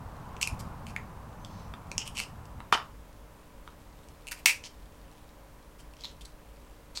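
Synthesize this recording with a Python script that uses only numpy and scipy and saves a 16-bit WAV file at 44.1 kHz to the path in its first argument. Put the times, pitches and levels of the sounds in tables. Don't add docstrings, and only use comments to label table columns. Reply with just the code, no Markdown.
import sys
import numpy as np
from scipy import signal
from scipy.fft import rfft, irfft
from scipy.io import wavfile

SR = 44100
rng = np.random.default_rng(int(sys.argv[2]) if len(sys.argv) > 2 else 0)


def log_audio(samples):
    frames = np.atleast_2d(samples).T
    limited = np.clip(frames, -1, 1)
    pcm = np.round(limited * 32767).astype(np.int16)
    wavfile.write(sys.argv[1], SR, pcm)


N = 308700
TIME = np.arange(N) / SR
RING_TIME = np.arange(1024) / SR


def gain_of(db):
    return 10 ** (np.asarray(db) / 20)


def unit(x):
    return x / np.sqrt(np.sum(x ** 2) + 1e-20)


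def value_at(points, hz):
    point_hz, value = np.transpose(points)
    return np.interp(np.log(hz + 1), np.log(point_hz + 1), value)


def curve(points):
    return np.interp(TIME, *np.transpose(points))


def add(mix, start_s, sound):
    part = mix[max(round(start_s * SR), 0):][:len(sound)]
    part += sound[:len(part)]


def noise(spectrum):
    gain = gain_of(value_at(spectrum, np.fft.rfftfreq(N, 1 / SR)))
    return np.sqrt(N) * unit(irfft(rfft(rng.standard_normal(N)) * gain, N))


def drift(rate_hz):
    lowpass = np.exp(-(np.fft.rfftfreq(N, 1 / SR) / rate_hz) ** 2)
    return np.sqrt(N) * unit(irfft(rfft(rng.standard_normal(N)) * lowpass, N))


# frequency in Hz, relative density in dB.
AIR_SPECTRUM = [(12, -5), (20, -2.5), (55, 1.5), (81, -12), (248, -16.5), (270, -19), (301, -19.5),
                (459, -16), (499, -25), (542, -15), (678, -21.5), (1000, -24.5), (1710, -25.5), (4180, -34),
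                (16000, -38)]

def room_air(db=-53):
    return gain_of(db) * noise(AIR_SPECTRUM)


# frequency in Hz, rms level in dB before the trim.
HUM_TONES = [(48.4, -57.5), (156.1, -67.5), (247.6, -69), (301.5, -65), (468.3, -69), (543.7, -68.5),
             (592.2, -70), (990.5, -72)]

def appliance_hum(trim_db=-2, waver_hz=1.537):
    out = np.zeros(N)
    for hz, db in HUM_TONES:
        cycles = hz * TIME + waver_hz * np.cumsum(drift(6.03)) / SR
        out += gain_of(db + trim_db) * np.sqrt(2) * np.sin(2 * np.pi * cycles)
    return out


# frequency in Hz, relative density in dB.
RUMBLE_SPECTRUM = [(20, -14), (50, 1), (90, 1.5), (150, -3), (230, -6), (320, -22), (600, -47), (2000, -60)]
# time in seconds, base level in dB.
RUMBLE_LEVELS = [(0, -49.5), (.4, -50), (.7, -42.5), (1.1, -47.5), (2.5, -49.5), (2.9, -56.5), (4.5, -63),
                 (7, -67.5)]
# centre in seconds, half length in seconds, rise in dB.
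RUMBLE_SWELLS = [(0, 0.054, 7.5), (0.531, 0.032, 11), (0.659, 0.039, 8.5), (1.497, .09, 4.5)]

def distant_rumble(lump_db=2):
    swell_db = sum(db * np.exp(-((TIME - s) / half_s) ** 2) for s, half_s, db in RUMBLE_SWELLS)
    return noise(RUMBLE_SPECTRUM) * gain_of(curve(RUMBLE_LEVELS) + swell_db + lump_db * drift(19))


# frequency in Hz, relative density in dB.
ROAR_SPECTRUM = [(100, 10), (300, -4.5), (600, 0.5), (1000, 5.5), (1400, -3.5), (2000, -14.5), (4000, -27),
                 (9000, -34.5), (16000, -47.5)]
# time in seconds, level in dB.
ROAR_LEVELS = [(0, -48), (.6, -45.5), (1.1, -49), (2.4, -50.5), (3, -59.5), (7, -61.5)]

def distant_roar():
    return gain_of(curve(ROAR_LEVELS)) * noise(ROAR_SPECTRUM)


def ring(modes, scale, scatter=0.012, rise_cycles=1.1):
    out = 0
    for pitch, width_hz, db in modes:
        cycles = pitch * scale * (1 + scatter * rng.standard_normal()) * RING_TIME
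        envelope = (1 - np.exp(-cycles / rise_cycles)) * np.exp(-np.pi * width_hz * RING_TIME)
        out += rng.choice([-1, 1]) * gain_of(db) * unit(np.sin(2 * np.pi * cycles) * envelope)
    return unit(out)


# multiple of its pitch, width in Hz, relative level in dB.
SHELL_RESONANCES = [(.94, 300, -0.5), (1.05, 260, 3), (1.7, 400, -14), (2.2, 800, -23), (3.05, 1100, -19.5)]

def shell_ring(hz):
    return ring(SHELL_RESONANCES, hz)


# frequency in Hz, relative density in dB.
FRACTURE_SPECTRUM = [(100, -26), (600, -13.5), (1000, -6.5), (1500, -11), (2500, -1), (3500, -2.5),
                     (4800, 3), (6500, 0), (8000, 1), (10500, -3), (13000, -1), (16000, -8.5)]

def fracture(corner_hz, tear_s=0.00076, tear_db=1, fall_db_per_octave=21):
    hz = np.fft.rfftfreq(len(RING_TIME), 1 / SR)
    octaves_above = np.log2(np.maximum(hz / corner_hz, 1))
    gain = gain_of(value_at(FRACTURE_SPECTRUM, hz) - fall_db_per_octave * octaves_above)
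    log_gain = np.log(np.r_[gain, gain[-2:0:-1]])
    minimum_phase = np.exp(np.conj(signal.hilbert(log_gain)))[:len(hz)]
    tear = gain_of(tear_db) * unit(rng.standard_normal(len(RING_TIME)) * np.exp(-RING_TIME / tear_s))
    impulse = rng.choice([-1, 1])
    return unit(irfft((impulse + rfft(tear)) * minimum_phase))


# start in seconds, end in seconds, mean ticks per second.
DIGGING_SPELLS = [(0, 1.05, 70), (3.65, 5.3, 142), (5.9, 7, 85)]

def meat_ticks(db=-52, spread_db=4, idle_ticks_per_s=25):
    ticks_per_s = np.full(N, float(idle_ticks_per_s))
    for start_s, end_s, rate in DIGGING_SPELLS:
        ticks_per_s[(TIME >= start_s) & (TIME < end_s)] = rate
    out = np.zeros(N)
    for start_s in TIME[rng.random(N) < ticks_per_s / SR]:
        tick = shell_ring(hz=rng.uniform(2380, 4300))
        tick += fracture(corner_hz=10000, tear_s=0.0017, tear_db=9)
        add(out, start_s, gain_of(db + spread_db * rng.standard_normal()) * tick)
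    return out


def crack(ring_db, hz, fracture_over_db, corner_hz):
    return gain_of(ring_db) * (shell_ring(hz) + gain_of(fracture_over_db) * fracture(corner_hz))


# start in seconds, contact energy in dB,
# ring pitch in Hz, ring over contact in dB.
PICK_CLICKS = [(0.3667, -29, 2400, 2), (1.4484, -23, 3430, -2.5), (1.739, -38, 3400, 10.5),
               (1.9162, -16.5, 2430, 1), (1.9805, -1, 2590, -5), (3.6767, -44, 4040, 11),
               (4.4578, 3.5, 2250, -7), (4.6392, -25.5, 2820, 3), (5.968, -35, 3000, -1),
               (6.009, -29.5, 4400, 1)]

def pick_clicks(corner_hz=6550):
    out = np.zeros(N)
    for start_s, db, hz, ring_over_db in PICK_CLICKS:
        add(out, start_s, crack(db + ring_over_db, hz, -ring_over_db, corner_hz))
    return out


# start in seconds, length in seconds, rms
# level in dB, # ring pitch in Hz, fracture over ring in dB, treble corner in Hz.
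SCRAPES = [(.411, .024, -37, 2650, 8, 9500), (.591, .022, -49, 4700, 12, 11000),
           (0.868, .05, -56.5, 2580, -1, 10000), (1.45, .23, -66, 3800, 6, 5170),
           (1.993, .04, -43, 2820, -12, 7200), (2.051, .037, -47.5, 2820, -2, 9000),
           (2.146, .1, -44, 2720, -2, 8500), (2.723, .028, -28.5, 2930, -5, 5400),
           (4.316, 0.0096, -36.5, 1670, 2, 13000), (4.358, .052, -56, 2470, -3, 14000),
           (4.463, 0.053, -25.5, 2400, -8, 11000), (4.633, .043, -47, 3030, 8, 6500),
           (5.784, .032, -59, 3000, 6, 10500), (5.98, .15, -58.5, 3200, 1, 6000),
           (6.035, .03, -47.5, 4000, -9, 5200), (6.208, .016, -53, 3450, 2, 9000),
           (6.249, .012, -50.5, 3820, 7, 9500), (6.949, .045, -44, 4100, 0, 7200)]

def scrapes(slips_per_s=900, spread_db=3):
    out = np.zeros(N)
    for start_s, length_s, db, *timbre in SCRAPES:
        slips = max(int(length_s * slips_per_s), 2)
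        stroke = np.zeros(int(length_s * SR) + len(RING_TIME))
        for progress in (np.arange(slips) + rng.random(slips)) / slips:
            swell = np.sqrt(np.sin(np.pi * progress))
            add(stroke, progress * length_s, swell * crack(spread_db * rng.standard_normal(), *timbre))
        add(out, start_s, gain_of(db) * np.sqrt(length_s * SR) * unit(stroke))
    return out


# start in seconds, ring energy in dB, ring pitch in Hz,
# fracture over ring in dB, treble corner in Hz.
SHELL_SNAPS = [(0.414, -10.5, 2650, -1, 7500), (0.4287, -.3, 2560, -3, 9000),
               (0.4742, -7, 2540, -2.5, 9000), (0.8677, -23, 2850, -1.5, 9000),
               (0.9634, -6.5, 2045, -15.5, 10000), (2.0773, -16, 2730, -1.5, 10000),
               (2.2367, -17, 2730, -6, 9500), (2.4552, -39, 2700, 6, 9000), (4.0868, -40, 2700, 7, 9000),
               (4.4599, 11.3, 2450, -1, 16000), (5.937, -33, 2650, -3, 10000), (6.21, -30, 3080, -6, 10500),
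               (6.2552, -33, 3800, 1, 10000), (6.9739, -14, 3980, 2, 7000)]

def shell_snaps():
    out = np.zeros(N)
    for start_s, db, *timbre in SHELL_SNAPS:
        add(out, start_s, crack(db, *timbre))
    return out


def far_whistle(start_s=1.38, length_s=.34, db=-70, low_hz=5700, top_hz=6320, skew=.55):
    progress = np.clip((TIME - start_s) / length_s, 0, 1)
    arch = np.sin(np.pi * progress ** skew)
    hz = low_hz + (top_hz - low_hz) * arch
    return gain_of(db) * np.sqrt(2 * abs(arch)) * np.sin(2 * np.pi * np.cumsum(hz) / SR)


# base frequency in Hz, width in Hz, relative level in dB.
KNOCK_RESONANCES = [(240, 180, -18.5), (400, 113, -11), (700, 300, -5.5), (1050, 380, 4.5), (1350, 940, -1),
                    (1700, 260, -8), (2190, 480, -4.5), (2455, 240, -9), (3210, 260, -8.5),
                    (4460, 240, -12), (5450, 180, -36), (7400, 1400, -27), (10600, 2200, -21.5)]
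# start in
# seconds, energy in dB, pitch factor, bounces (none below 1).
KNOCKS = [(1.7382, -17.5, 1.08, -0.5), (1.9167, -19, .85, 0), (2.2015, -20, .9, 0), (2.6038, -16.5, .85, 0),
          (2.7258, 11, 1.094, 4), (3.6767, -20.5, 1.31, -0.5), (6.0455, -26, .9, 0),
          (6.9739, -23.5, 1.15, 0)]

def knocks(gap_s=.025, first_bounce_db=-14.5, loss_db=6.5, pitch_spread=.17):
    out = np.zeros(N)
    for start_s, db, pitch, bounces in KNOCKS:
        add(out, start_s, gain_of(db) * ring(KNOCK_RESONANCES, pitch))
        for k, turn in enumerate(rng.standard_normal(round(bounces))):
            bounce = ring(KNOCK_RESONANCES, pitch * (1 + pitch_spread * turn))
            add(out, start_s + (k + 1) * gap_s, gain_of(db + first_bounce_db - loss_db * k) * bounce)
    return out


# start in seconds, number of cracks, ring energy of the
# last in dB, ring pitch in Hz, fracture over ring in dB, treble corner in Hz.
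SHELL_CRUNCHES = [(2.1712, 5, -10, 2550, -2, 8700), (4.2703, 3, -17.5, 2650, -4, 11000),
                  (4.313, 3, -18.5, 2520, 0, 14000), (6.0376, 3, -14, 3850, -10, 5170),
                  (6.9588, 2, -25, 4080, -3, 7000)]

def shell_crunches(gap_s=.0075, jitter_s=.0002, growth_db=1.2, pitch_spread=.04):
    out = np.zeros(N)
    for start_s, cracks, last_db, hz, *edge in SHELL_CRUNCHES:
        for k, (late, detune) in enumerate(rng.standard_normal((cracks, 2))):
            db = last_db - growth_db * (cracks - 1 - k)
            crack_s = start_s + k * gap_s + jitter_s * late
            add(out, crack_s, crack(db, hz * (1 + pitch_spread * detune), *edge))
    return out


# delay in seconds, level in dB.
KITCHEN_ECHOES = [(.0009, -17), (.0051, -16), (.0074, -21), (0.0115, -16.5), (0.0195, -22.5),
                  (.0252, -20.5)]
# frequency in Hz, time to fall 60 dB in seconds.
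TAIL_DECAY = [(200, 0.23), (1000, 0.29), (2500, 0.22), (6000, 0.24), (14000, 0.19)]
# frequency in Hz, level against the direct sound in dB.
TAIL_LEVELS = [(200, -7.5), (1000, -5.5), (2500, -8.5), (6000, -6.5), (14000, -8.5)]

def kitchen(sound, build_s=0.0018):
    hz, t, bands = signal.stft(rng.standard_normal(SR // 2), SR, nperseg=256)
    decay_per_s = np.log(1000) / value_at(TAIL_DECAY, hz)[:, None]
    gain = gain_of(value_at(TAIL_LEVELS, hz))[:, None] * np.sqrt(2 * decay_per_s / SR)
    response = signal.istft(bands * gain * np.exp(-decay_per_s * t), SR, nperseg=256)[1]
    response *= 1 - np.exp(-(TIME[:len(response)] / build_s) ** 2)
    response[0] += 1
    for delay_s, db in KITCHEN_ECHOES:
        add(response, delay_s, gain_of([db]))
    return signal.fftconvolve(sound, response)[:N]


def scene():
    background = room_air() + appliance_hum() + distant_rumble() + distant_roar()
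    work = meat_ticks() + pick_clicks() + scrapes() + shell_snaps() + knocks() + shell_crunches()
    return (kitchen(work + far_whistle()) + background)[None]


def record(dry, ceiling=0.6, cutoff_hz=16100):
    rounded = ceiling * np.tanh(dry / ceiling)
    lowpass = signal.firwin(511, cutoff_hz, window=("kaiser", 9), fs=SR)
    return signal.oaconvolve(rounded, lowpass[None], "same")


dry = scene()
out = record(dry)
log_audio(out)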